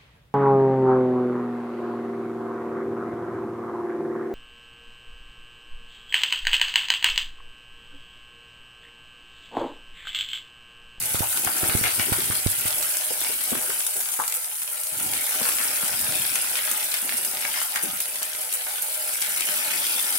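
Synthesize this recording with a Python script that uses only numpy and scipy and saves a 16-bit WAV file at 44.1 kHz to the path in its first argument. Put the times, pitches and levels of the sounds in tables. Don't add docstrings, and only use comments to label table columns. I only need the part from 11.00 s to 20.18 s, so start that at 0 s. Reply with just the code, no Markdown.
import sys
import numpy as np
from scipy import signal
from scipy.fft import rfft, irfft, next_fast_len
from scipy.io import wavfile

SR = 44100
rng = np.random.default_rng(int(sys.argv[2]) if len(sys.argv) > 2 else 0)


def bounce(signal):
    frames = np.transpose(np.atleast_2d(signal))
    limited = np.clip(frames, -1, 1)
    pcm = np.round(limited * 32767).astype(np.int16)
    wavfile.write(sys.argv[1], SR, pcm)


N = 404838

# time_s, fizz_db, coarse_db
FRYING_CURVE = [(0, -29, -42), (.85, -27.5, -38), (1.6, -28.5, -41), (2.5, -29.5, -40), (3.0, -29.5, -45.5),
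                (3.27, -32, -46), (3.42, -33, -48), (3.92, -32, -47.5), (4.05, -29.5, -41),
                (4.46, -27.5, -36.5), (4.75, -28.5, -39), (5.5, -28.5, -38), (6.3, -31, -41.5),
                (6.6, -31, -39.5), (6.95, -32.5, -43.5), (7.4, -34, -43.5), (8.15, -30.5, -41),
                (8.3, -30, -38.5), (8.8, -28, -34.5), (9.18, -28.5, -37)]
FIZZ_LIFT_DB, COARSE_LIFT_DB = 3, 3.5
# frequency_hz, level_db
SPIT_SPECTRUM = [(300, -22), (1500, -12), (5000, -9), (8000, -1), (10500, 0), (13000, -3.5), (16000, -6)]


def sizzle():
    # frequency_hz, level_db
    fizz_spectrum = [(2500, -36.5), (5000, -12.5), (6800, -7.5), (8000, -2), (9200, 1), (10500, 1.5),
                     (11600, 0.3), (13000, -3.3), (14500, -3.8), (15800, -5.5)]
    # frequency_hz, level_db
    coarse_spectrum = [(150, -50), (500, -10), (1100, -8.5), (1400, -4.5), (2100, -3), (3000, -1),
                       (4000, -4.5), (5200, -2.5), (7500, -10.5), (14000, -15.5)]
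    flare_coarse_db = -15
    fizz_db, coarse_db = curves(FRYING_CURVE)

    crackling = flurries(rate=90, t60=.06, depth=2.6)
    froth = unit(bursts(rate=12000, spread_db=-2.5, pan_db=-6.0))
    tiny = pitched(rate=1200, spread_db=3.2, low_hz=7400, high_hz=14200, width_hz=2000, count=6)
    ticks = unit(scattered(tiny, t60=.011, wet_db=1))
    fizz = unit(coloured(crackling * (froth + amp(-5) * ticks), fizz_spectrum))

    large = pitched(rate=1700, spread_db=4.5, low_hz=1250, high_hz=6500, width_hz=1100, count=8)
    bubbles = unit(scattered(large, t60=.014, wet_db=1))
    frying = bubbles * flurries(rate=170, t60=0.36, depth=0.16)
    coarse = unit(coloured(frying + amp(-6.5) * crackling * froth, coarse_spectrum))

    surges = flurries(rate=20, t60=.18, depth=.3)
    flare = flares()
    fizz_gain = np.hypot(amp(fizz_db + FIZZ_LIFT_DB), flare)
    coarse_gain = np.hypot(amp(coarse_db + COARSE_LIFT_DB), amp(flare_coarse_db) * flare)
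    return surges * (fizz_gain * fizz + coarse_gain * coarse)


def bursts(rate, spread_db, pan_db):
    # time_s, left_lag_samples, lag_scatter_samples
    shading = [(0, 3, 9), (5, 4, 7), (7.3, 6, 5), (8, 9, 1.5)]
    count = int(rate * N / SR)
    size, side, path = rng.standard_normal((count, 3)).T
    at = rng.integers(N, size=count)
    size = amp(spread_db * np.minimum(size, 2.5)) * rng.choice([-1, 1], count)
    s, lag, scatter = np.transpose(shading)
    delay = np.interp(at / SR, s, lag) + np.interp(at / SR, s, scatter) * path
    late = np.round(at + delay).astype(int) % N
    left = np.bincount(late, size * amp(pan_db * side / 2), N)
    right = np.bincount(at, size * amp(-pan_db * side / 2), N)
    return np.array([left, right])


def pitched(rate, spread_db, low_hz, high_hz, width_hz, count):
    total = np.zeros((2, N))
    for hz in np.linspace(low_hz, high_hz, count):
        b, a = signal.iirpeak(hz, hz / width_hz, SR)
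        total += signal.lfilter(b, a, bursts(rate / count, spread_db, pan_db=0.0))
    return unit(total)


def flurries(rate, t60, depth):
    count = int(rate * N / SR)
    when, size = rng.random((count, 2)).T
    starts = np.bincount((when * N).astype(int), size ** 3, N)
    decay = amp(-120 / (t60 * SR))
    power = 1 + depth * signal.lfilter([1], [1, -decay], starts)
    return unit(np.sqrt(power))


def flares():
    # start_s, fizz_level_db
    flare_ups = [(1.127, -23.5), (1.66, -24.5), (2.794, -26), (2.866, -36), (3.2, -26), (3.34, -22.5),
                 (3.835, -36), (3.995, -28), (4.428, -24), (5.356, -32), (5.714, -25), (5.94, -41),
                 (6.165, -26), (6.616, -20.5), (6.826, -22.5), (7.004, -23.5), (7.409, -25), (7.536, -23),
                 (7.82, -25.5)]
    flare_t60_s = 0.22
    track, t = np.zeros((1, N)), np.arange(SR // 2) / SR
    for s, db in flare_ups:
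        add(track, s, amp(db - 60 * t / flare_t60_s)[None])
    return track[0]


def scattered(x, t60, wet_db, size=1024):
    t, hop = np.arange(size) / SR, 2 * size
    blocks = np.pad(x, ((0, 0), (0, -N % hop))).reshape(2, -1, hop)
    tails = rng.standard_normal((2, blocks.shape[1], size)) * amp(-60 * t / t60)
    tails /= np.linalg.norm(tails, axis=2, keepdims=True)
    echoes = signal.fftconvolve(blocks, tails, axes=2)
    echoes[:, 1:, :size - 1] += echoes[:, :-1, hop:]
    return x + amp(wet_db) * echoes[:, :, :hop].reshape(2, -1)[:, :N]


def heap():
    # frequency_hz, level_db
    patter_spectrum = [(25, -19), (110, -26.5), (170, -6), (250, 0), (390, 0), (480, -10.5), (700, -9.5),
                       (2000, -43)]
    # frequency_hz, level_db
    tumble_spectrum = [(25, -18), (60, -9), (100, 1), (150, -1.5), (280, -7), (420, -15), (700, -32),
                       (2000, -53)]
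    usual_boil_db = -37.5
    bubbling_db, bubbling_growth = -41.3, 0.7
    settling_db, settling_growth = -56.5, 2.1
    stirring_db = 3.5

    boil_db = curves(FRYING_CURVE)[1] - usual_boil_db
    sliding, tumbling = shoves()
    bubbling = np.hypot(amp(bubbling_db + bubbling_growth * boil_db), amp(stirring_db) * sliding)
    pattering = np.hypot(amp(settling_db + settling_growth * boil_db), sliding)

    bubbles = scattered(bursts(rate=900, spread_db=4.5, pan_db=3.0), t60=0.0048, wet_db=-5.0)
    light = scattered(bursts(rate=350, spread_db=4.5, pan_db=3.5), t60=.03, wet_db=-3.5)
    heavy = scattered(bursts(rate=500, spread_db=3.5, pan_db=3), t60=.035, wet_db=-2.5)
    return (bubbling * unit(filtered(bubbles, hollow))
            + pattering * unit(coloured(light, patter_spectrum))
            + tumbling * unit(coloured(heavy, tumble_spectrum)))


def shoves():
    # start_s, length_s, patter_db, tumbling_db
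    loads = [(0.0, 0.2, -53, -48.5), (0.338, 0.24, -47.5, -54), (0.609, 0.24, -43, -47),
             (0.972, 0.38, -48.5, -47.5), (1.473, 0.35, -54, -56), (2.085, 0.67, -55.5, -64),
             (2.952, 0.024, -52, -58), (3.916, 0.27, -52.5, -58), (4.0, 0.092, -73, -51.5),
             (4.345, 0.6, -53.5, -63.5), (4.91, 0.42, -53, -50), (5.422, .16, -64, -62),
             (5.697, 0.17, -56, -75), (6.016, 0.47, -52, -60.5), (6.837, 0.11, -61, -58),
             (7.11, 0.12, -61, -81), (8.378, 0.78, -69, -70)]
    attack_s, settle_t60_s = 0.0048, 0.43
    t, strength = np.arange(N) / SR, np.zeros((2, N))
    for s, length, patter_db, deep_db in loads:
        age = t[:int((length + settle_t60_s) * SR)]
        attack = np.minimum(age / attack_s, 1)
        settling = amp(-60 * np.maximum(age - length, 0) / settle_t60_s)
        add(strength, s, amp([[patter_db], [deep_db]]) * attack * settling)
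    return strength


def hollow(hz):
    # centre_hz, width_hz, level_db
    air_modes = [(517, 23, 2), (622, 23.5, 7.5), (753, 45, 3), (853, 59, 2), (973, 18, -1),
                 (1136, 31, -13.5), (1255, 48, -4), (1379, 78, 0), (1503, 43, -4), (1620, 21, -8),
                 (1880, 29, -14), (2177, 200, -4)]
    total = 0
    for centre, width, db in air_modes:
        damping = 1j * hz * width
        total = total + amp(db) * damping / (centre ** 2 - hz ** 2 + damping)
    return total * (hz / np.hypot(hz, 380)) ** 3


def blows():
    # start_s, level_db, pitch_hz
    landings = [(0.227, -29, 860), (0.471, -25, 780), (.832, -33, 594), (.869, -29, 690),
                (0.989, -30.5, 492), (1.083, -31.5, 405), (1.09, -38, 333), (1.185, -31, 396),
                (2.107, -30, 480), (2.293, -33, 470), (2.518, -27, 512), (2.521, -28, 280),
                (2.533, -36, 330), (2.55, -34, 470), (2.564, -32, 265), (2.694, -35.5, 463),
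                (4.036, -37.5, 322), (4.415, -37, 217), (4.484, -39.5, 340), (4.834, -39, 290),
                (5.194, -38, 148), (5.44, -47, 395), (6.834, -32.5, 347), (6.858, -38, 305),
                (6.88, -43, 205), (6.93, -45, 214)]
    # start_s, level_db, pitch_hz
    blunt_blows = [(.144, -27, 590), (.219, -22, 800), (.228, -24.5, 900), (1.129, -23, 1260),
                   (2.531, -28, 1050), (2.553, -25.5, 1240), (3.191, -20.5, 765), (3.199, -16.5, 1040),
                   (3.206, -21, 990), (4.412, -25.5, 805), (6.751, -32, 980), (7.218, -31.5, 800)]
    # start_s, level_db, pitch_hz, crack_db (relative to level_db)
    hard_blows = [(.154, -25.5, 1510, -6), (.473, -22.5, 1600, -2), (.64, -23.5, 1890, -3),
                  (0.697, -20, 1630, -7), (0.839, -18, 2280, -8), (0.857, -23, 2120, -5),
                  (.877, -23.5, 2450, 0), (.893, -29, 2300, -4), (0.996, -17.5, 2100, -1),
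                  (1.013, -23, 2400, -6), (1.128, -22, 1490, -4), (1.309, -25, 1370, -3),
                  (1.323, -26.5, 1590, -8), (1.663, -26.5, 2400, -8), (2.247, -22, 2920, -1),
                  (2.407, -26, 3000, -9), (2.703, -26, 1500, -14), (3.238, -28, 2200, -6),
                  (3.266, -39, 3200, 2), (3.278, -41, 3400, 2), (3.325, -27, 2300, -4),
                  (4.43, -25, 2800, 1), (4.454, -23, 1470, -6), (4.489, -26, 1350, -8),
                  (4.828, -26.5, 1320, -11), (5.357, -21, 2180, -12), (5.445, -28, 1400, -8),
                  (5.555, -23, 2820, 4), (5.57, -25, 2520, -5), (5.589, -23, 2200, -7),
                  (5.676, -23, 1550, -9), (5.696, -36, 1500, -12), (5.918, -21, 4270, -9),
                  (5.941, -19, 2560, -6), (6.093, -20.5, 2400, -8), (6.123, -23, 1930, -2),
                  (6.424, -25.5, 2000, -11), (6.451, -22, 1960, 1.5), (6.541, -23, 1910, -15),
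                  (6.574, -25, 2100, -14), (6.616, -24, 1530, -12), (6.7592, -17.5, 2090, -10),
                  (6.963, -33, 2000, -11), (7.526, -32, 3180, -2), (7.668, -28.5, 1620, -12),
                  (8.218, -23, 4350, -5), (8.223, -22, 4000, -7), (8.408, -24.5, 2800, 2)]
    clonk_t60_s, clonk_top_hz = .14, 1700
    rattle_t60_s = 0.22
    soft, blunt, hard = np.zeros((3, 2, N))
    for s, db, hz in landings:
        t60 = 0.092 * (300 / hz) ** 0.7
        add(soft, s, amp(db) * thud(hz, t60))
    for s, db, hz in blunt_blows:
        add(blunt, s, amp(db) * contact(hz, clonk_t60_s, sharpness=1.8))
    for s, db, hz, crack_db in hard_blows:
        add(hard, s, amp(db) * contact(hz, rattle_t60_s, sharpness=1.75))
        add(hard, s, amp(db + crack_db) * crack(hz))
    lowpass = signal.butter(6, clonk_top_hz, fs=SR, output="sos")
    struck = hard + signal.sosfilt(lowpass, blunt)
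    return soft + struck + amp(-6.5) * filtered(struck, hollow)


def thud(hz, t60, size=9000):
    t = np.arange(size) / SR
    note = np.sin(2 * np.pi * hz * t * (1 - 1.4 * t)) * (1 - np.exp(-t / 0.00092))

    def rustle_response(f):
        resonance = 1 / (1 + 1.5j * (f / hz - hz / (f + 1)))
        return resonance / (1 + (f / (1.6 * hz)) ** 4)

    rustle = unit(filtered(rng.standard_normal((2, size)), rustle_response))
    return (note + rustle) * amp(-60 * t / t60)


def contact(hz, t60, sharpness, size=7000):
    t = np.arange(size) / SR
    chatter = amp(-17 - 60 * t / .012) + amp(-27.5 - 60 * t / t60)
    force = chatter * rng.choice([-1, 1], (2, size))
    force[:, 0] += 1

    def response(f):
        resonance = 1j * f * hz / (sharpness * (hz * hz - f * f) + 1j * f * hz)
        return resonance / (1 + .22j * f / hz) ** 3

    ring = filtered(force, response)
    return ring / (2 * ring[:, :SR // 250].std())


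def crack(hz, size=600):
    crack_t60_s = .012
    noise = rng.standard_normal((2, size))
    band = unit(filtered(noise, lambda f: f * hz / (hz * hz - f * f + 1.3j * f * hz)))
    return band * amp(-60 * np.arange(size) / SR / crack_t60_s)


def scrapes():
    # start_s, length_s, rms_db, pitch_hz
    skids = [(0.471, .01, -37, 1400), (0.839, 0.058, -32.5, 2220), (.996, .02, -33, 2000),
             (1.124, .01, -28.5, 1400), (6.756, .012, -32.5, 1900)]
    slips_per_s, scrape_t60_s = 1400, .04
    track, t = np.zeros((2, N)), np.arange(SR // 6) / SR
    for s, length, db, hz in skids:
        slips = rng.standard_normal((2, len(t))) * (rng.random(len(t)) < slips_per_s / SR)

        def response(f):
            resonance = 1j * f * hz / (hz * hz - f * f + 1j * f * hz)
            return resonance / (1 + .3j * f / hz) ** 2

        rasp = unit(filtered(slips, response))
        add(track, s, amp(db - 60 * np.maximum(t - length, 0) / scrape_t60_s) * rasp)
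    return track


def pops():
    # start_s, level_db, pitch_hz
    steam_bubbles = [(.196, -22, 2600), (.373, -21, 2300), (1.205, -19, 2400), (1.242, -21, 2600),
                     (1.471, -21, 3200), (1.682, -21, 2500), (1.707, -19, 4300), (1.727, -21, 4300),
                     (1.827, -21, 4400), (2.011, -24, 4000), (2.215, -20, 2500), (2.805, -22, 2600),
                     (3.057, -24, 3100), (3.088, -26, 3400), (3.138, -26, 3400), (3.445, -23, 5000),
                     (3.619, -27, 2700), (3.677, -24, 2800), (4.135, -22, 3200), (4.585, -19, 2600),
                     (4.759, -21, 5400), (4.882, -21, 4400), (5.123, -20, 2600), (5.252, -21, 2200),
                     (5.829, -19, 2700), (5.968, -23, 2300), (6.35, -24, 2600), (6.371, -21, 2300),
                     (6.408, -21, 2800), (6.561, -22, 2600), (6.772, -21, 2300), (6.973, -25, 3000),
                     (7.056, -23, 2800), (7.158, -23, 3200), (7.224, -25, 1700), (7.333, -23, 4700),
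                     (7.35, -23, 2600), (8.092, -25, 2500), (8.488, -19, 1900), (8.708, -19, 2800),
                     (8.717, -20, 2100), (8.867, -19, 3400), (8.982, -19, 2100), (8.996, -19, 4000)]
    track = np.zeros((2, N))
    for s, db, hz in steam_bubbles:
        add(track, s, amp(db) * crack(hz))
    return track


def spits(size=2500):
    # start_s, level_db (mean of left and right)
    drops = [(.157, -13), (.1925, -13), (.4474, -7.5), (.583, -13), (1.4701, -13), (1.61, -12),
             (1.826, -13), (1.9694, -8), (2.5057, -11), (2.8664, -8), (3.005, -14), (3.0095, -13),
             (3.126, -16), (3.1374, -15), (3.2789, -8), (3.298, -15), (3.3233, -10), (3.626, -15),
             (3.8347, -14), (3.869, -15), (3.9994, -13), (4.1355, -12), (4.812, -13), (5.012, -13),
             (5.3562, -7.5), (5.7139, -7), (5.9409, -8.5), (6.2482, -8.5), (6.759, -12), (7.003, -10),
             (7.157, -14), (7.2295, -8), (7.5263, -9), (8.2177, -12), (8.223, -10), (8.4073, -9.5),
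             (8.5395, -11.5)]
    left_right_db = 1.2
    track, t = np.zeros((2, N)), np.arange(size) / SR
    for s, db in drops:
        spitting = np.exp(-(t / .0036) ** 2)
        spray = amp(-21 - 60 * t / .1)
        burst = (spitting + spray) * rng.choice([-1, 1], (2, size))
        burst[:, 0] = amp(12)
        snap = coloured(burst, SPIT_SPECTRUM)
        add(track, s, amp(db) * snap / np.abs(snap).max(axis=1, keepdims=True))
    return track * amp([[left_right_db / 2], [-left_right_db / 2]])


def spatter():
    # frequency_hz, level_db
    needle_spectrum = [(400, -20), (1500, -7), (5000, -5), (9000, 0), (12000, -1), (16000, -4)]
    drops = scattered(bursts(rate=40, spread_db=1.5, pan_db=2), t60=.026, wet_db=10)
    small_pops = unit(coloured(drops, SPIT_SPECTRUM))
    needles = unit(coloured(bursts(rate=55, spread_db=2.2, pan_db=2), needle_spectrum))
    fizz_gain = amp(curves(FRYING_CURVE)[0] + FIZZ_LIFT_DB)
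    return fizz_gain * (amp(-12.5) * small_pops + amp(-17) * needles)


def bumps(size=22000):
    # start_s, level_db
    soft_bumps = [(0.147, -18), (0.2072, -14.5), (0.467, -22), (0.634, -17), (.692, -21), (0.7522, -10.5),
                  (0.8145, -18.5), (.85, -22), (0.9993, -20), (1.122, -12.5), (1.302, -17.5), (1.464, -9),
                  (1.656, -20.5)]
    track, lead = np.zeros((2, N)), .02
    t = np.arange(size) / SR - lead
    after = np.maximum(t, 0)
    rebound = -np.sin(2 * np.pi * 102 * after) * amp(-7 - 60 * after / .085)
    for s, db in soft_bumps:
        length = 0.0038 * amp(db) ** .5
        push = -np.tanh(t / 0.00035) * np.exp(-np.abs(t / length) ** 1.4)
        noise = rng.standard_normal((2, size))
        rumble = unit(filtered(noise, lambda hz: np.exp(-((hz - 94) / 36) ** 2)))
        rumble = rumble * (1 - np.exp(-after / .008)) * amp(-27 - 60 * after / .75)
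        add(track, s - lead, amp(db) * amp([[-16], [0]]) * (push + rebound + rumble))
    return track


def room(x, size=10240):
    # frequency_hz, t60_s
    decay_times = [(150, 0.052), (1500, 0.24), (12000, 0.04)]
    blocks = np.pad(x, ((0, 0), (0, -N % size))).reshape(2, -1, size)
    hz, t, z = signal.stft(rng.standard_normal(blocks.shape), SR, nperseg=256)
    decay = amp(-60 * t / along(decay_times, hz)[:, None])
    tails = signal.istft(z * decay, SR, nperseg=256)[1][..., :size]
    tails /= np.linalg.norm(tails, axis=2, keepdims=True)
    echoes = signal.fftconvolve(blocks, tails, axes=2)
    echoes[:, 1:, :size - 1] += echoes[:, :-1, size:]
    return echoes[:, :, :size].reshape(2, -1)[:, :N]


def kitchen_floor():
    # frequency_hz, level_db
    floor_spectrum = [(20, 4.5), (60, -4), (130, -0.5), (260, -12), (500, -28), (3000, -23)]
    return amp(-64.5) * unit(coloured(rng.standard_normal((2, N)), floor_spectrum))


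def amp(db):
    return 10 ** (np.asarray(db) / 20)


def unit(x):
    return x / np.sqrt(np.mean(x ** 2) + 1e-20)


def along(points, hz):
    f, v = np.transpose(points)
    return np.interp(np.log(hz + 1), np.log(f + 1), v)


def curves(rows):
    s, *cols = np.transpose(rows)
    return [np.interp(np.arange(N) / SR, s, c) for c in cols]


def filtered(x, response):
    size = x.shape[-1]
    m = next_fast_len(size + 8192, real=True)
    return irfft(rfft(x, m) * response(np.fft.rfftfreq(m, 1 / SR)), m)[..., :size]


def coloured(x, spectrum, size=2048):
    gain = amp(along(spectrum, np.fft.rfftfreq(size, 1 / SR)))
    cepstrum = irfft(np.log(gain))
    fold = np.r_[1, np.full(size // 2 - 1, 2), 1, np.zeros(size // 2 - 1)]
    impulse = irfft(np.exp(rfft(cepstrum * fold)))
    return signal.oaconvolve(x, impulse[None], axes=1)[:, :x.shape[1]]


def add(track, s, sound):
    start = int(np.clip(round(s * SR), 0, N - 1))
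    track[:, start:start + sound.shape[1]] += sound[:, :N - start]


def scene():
    # frequency_hz, left_right_db
    left_lean = [(100, 1.5), (330, 6), (500, 2), (780, 2.5), (1000, 3), (1500, 6), (2200, 3.5), (3200, 2),
                 (7000, 1.1), (9000, 3), (11500, -1), (15000, -1)]
    pan = sizzle() + heap() + blows() + scrapes() + pops() + spits() + spatter()
    pan = pan + amp(-6.5) * room(pan)
    heard = filtered(pan, lambda hz: amp(np.outer([.5, -.5], along(left_lean, hz))))
    floor = kitchen_floor()
    return heard + bumps() + floor


def record(dry):
    top_hz = 15800
    return filtered(dry, lambda hz: hz < top_hz)


dry = scene()
out = record(dry)
bounce(out)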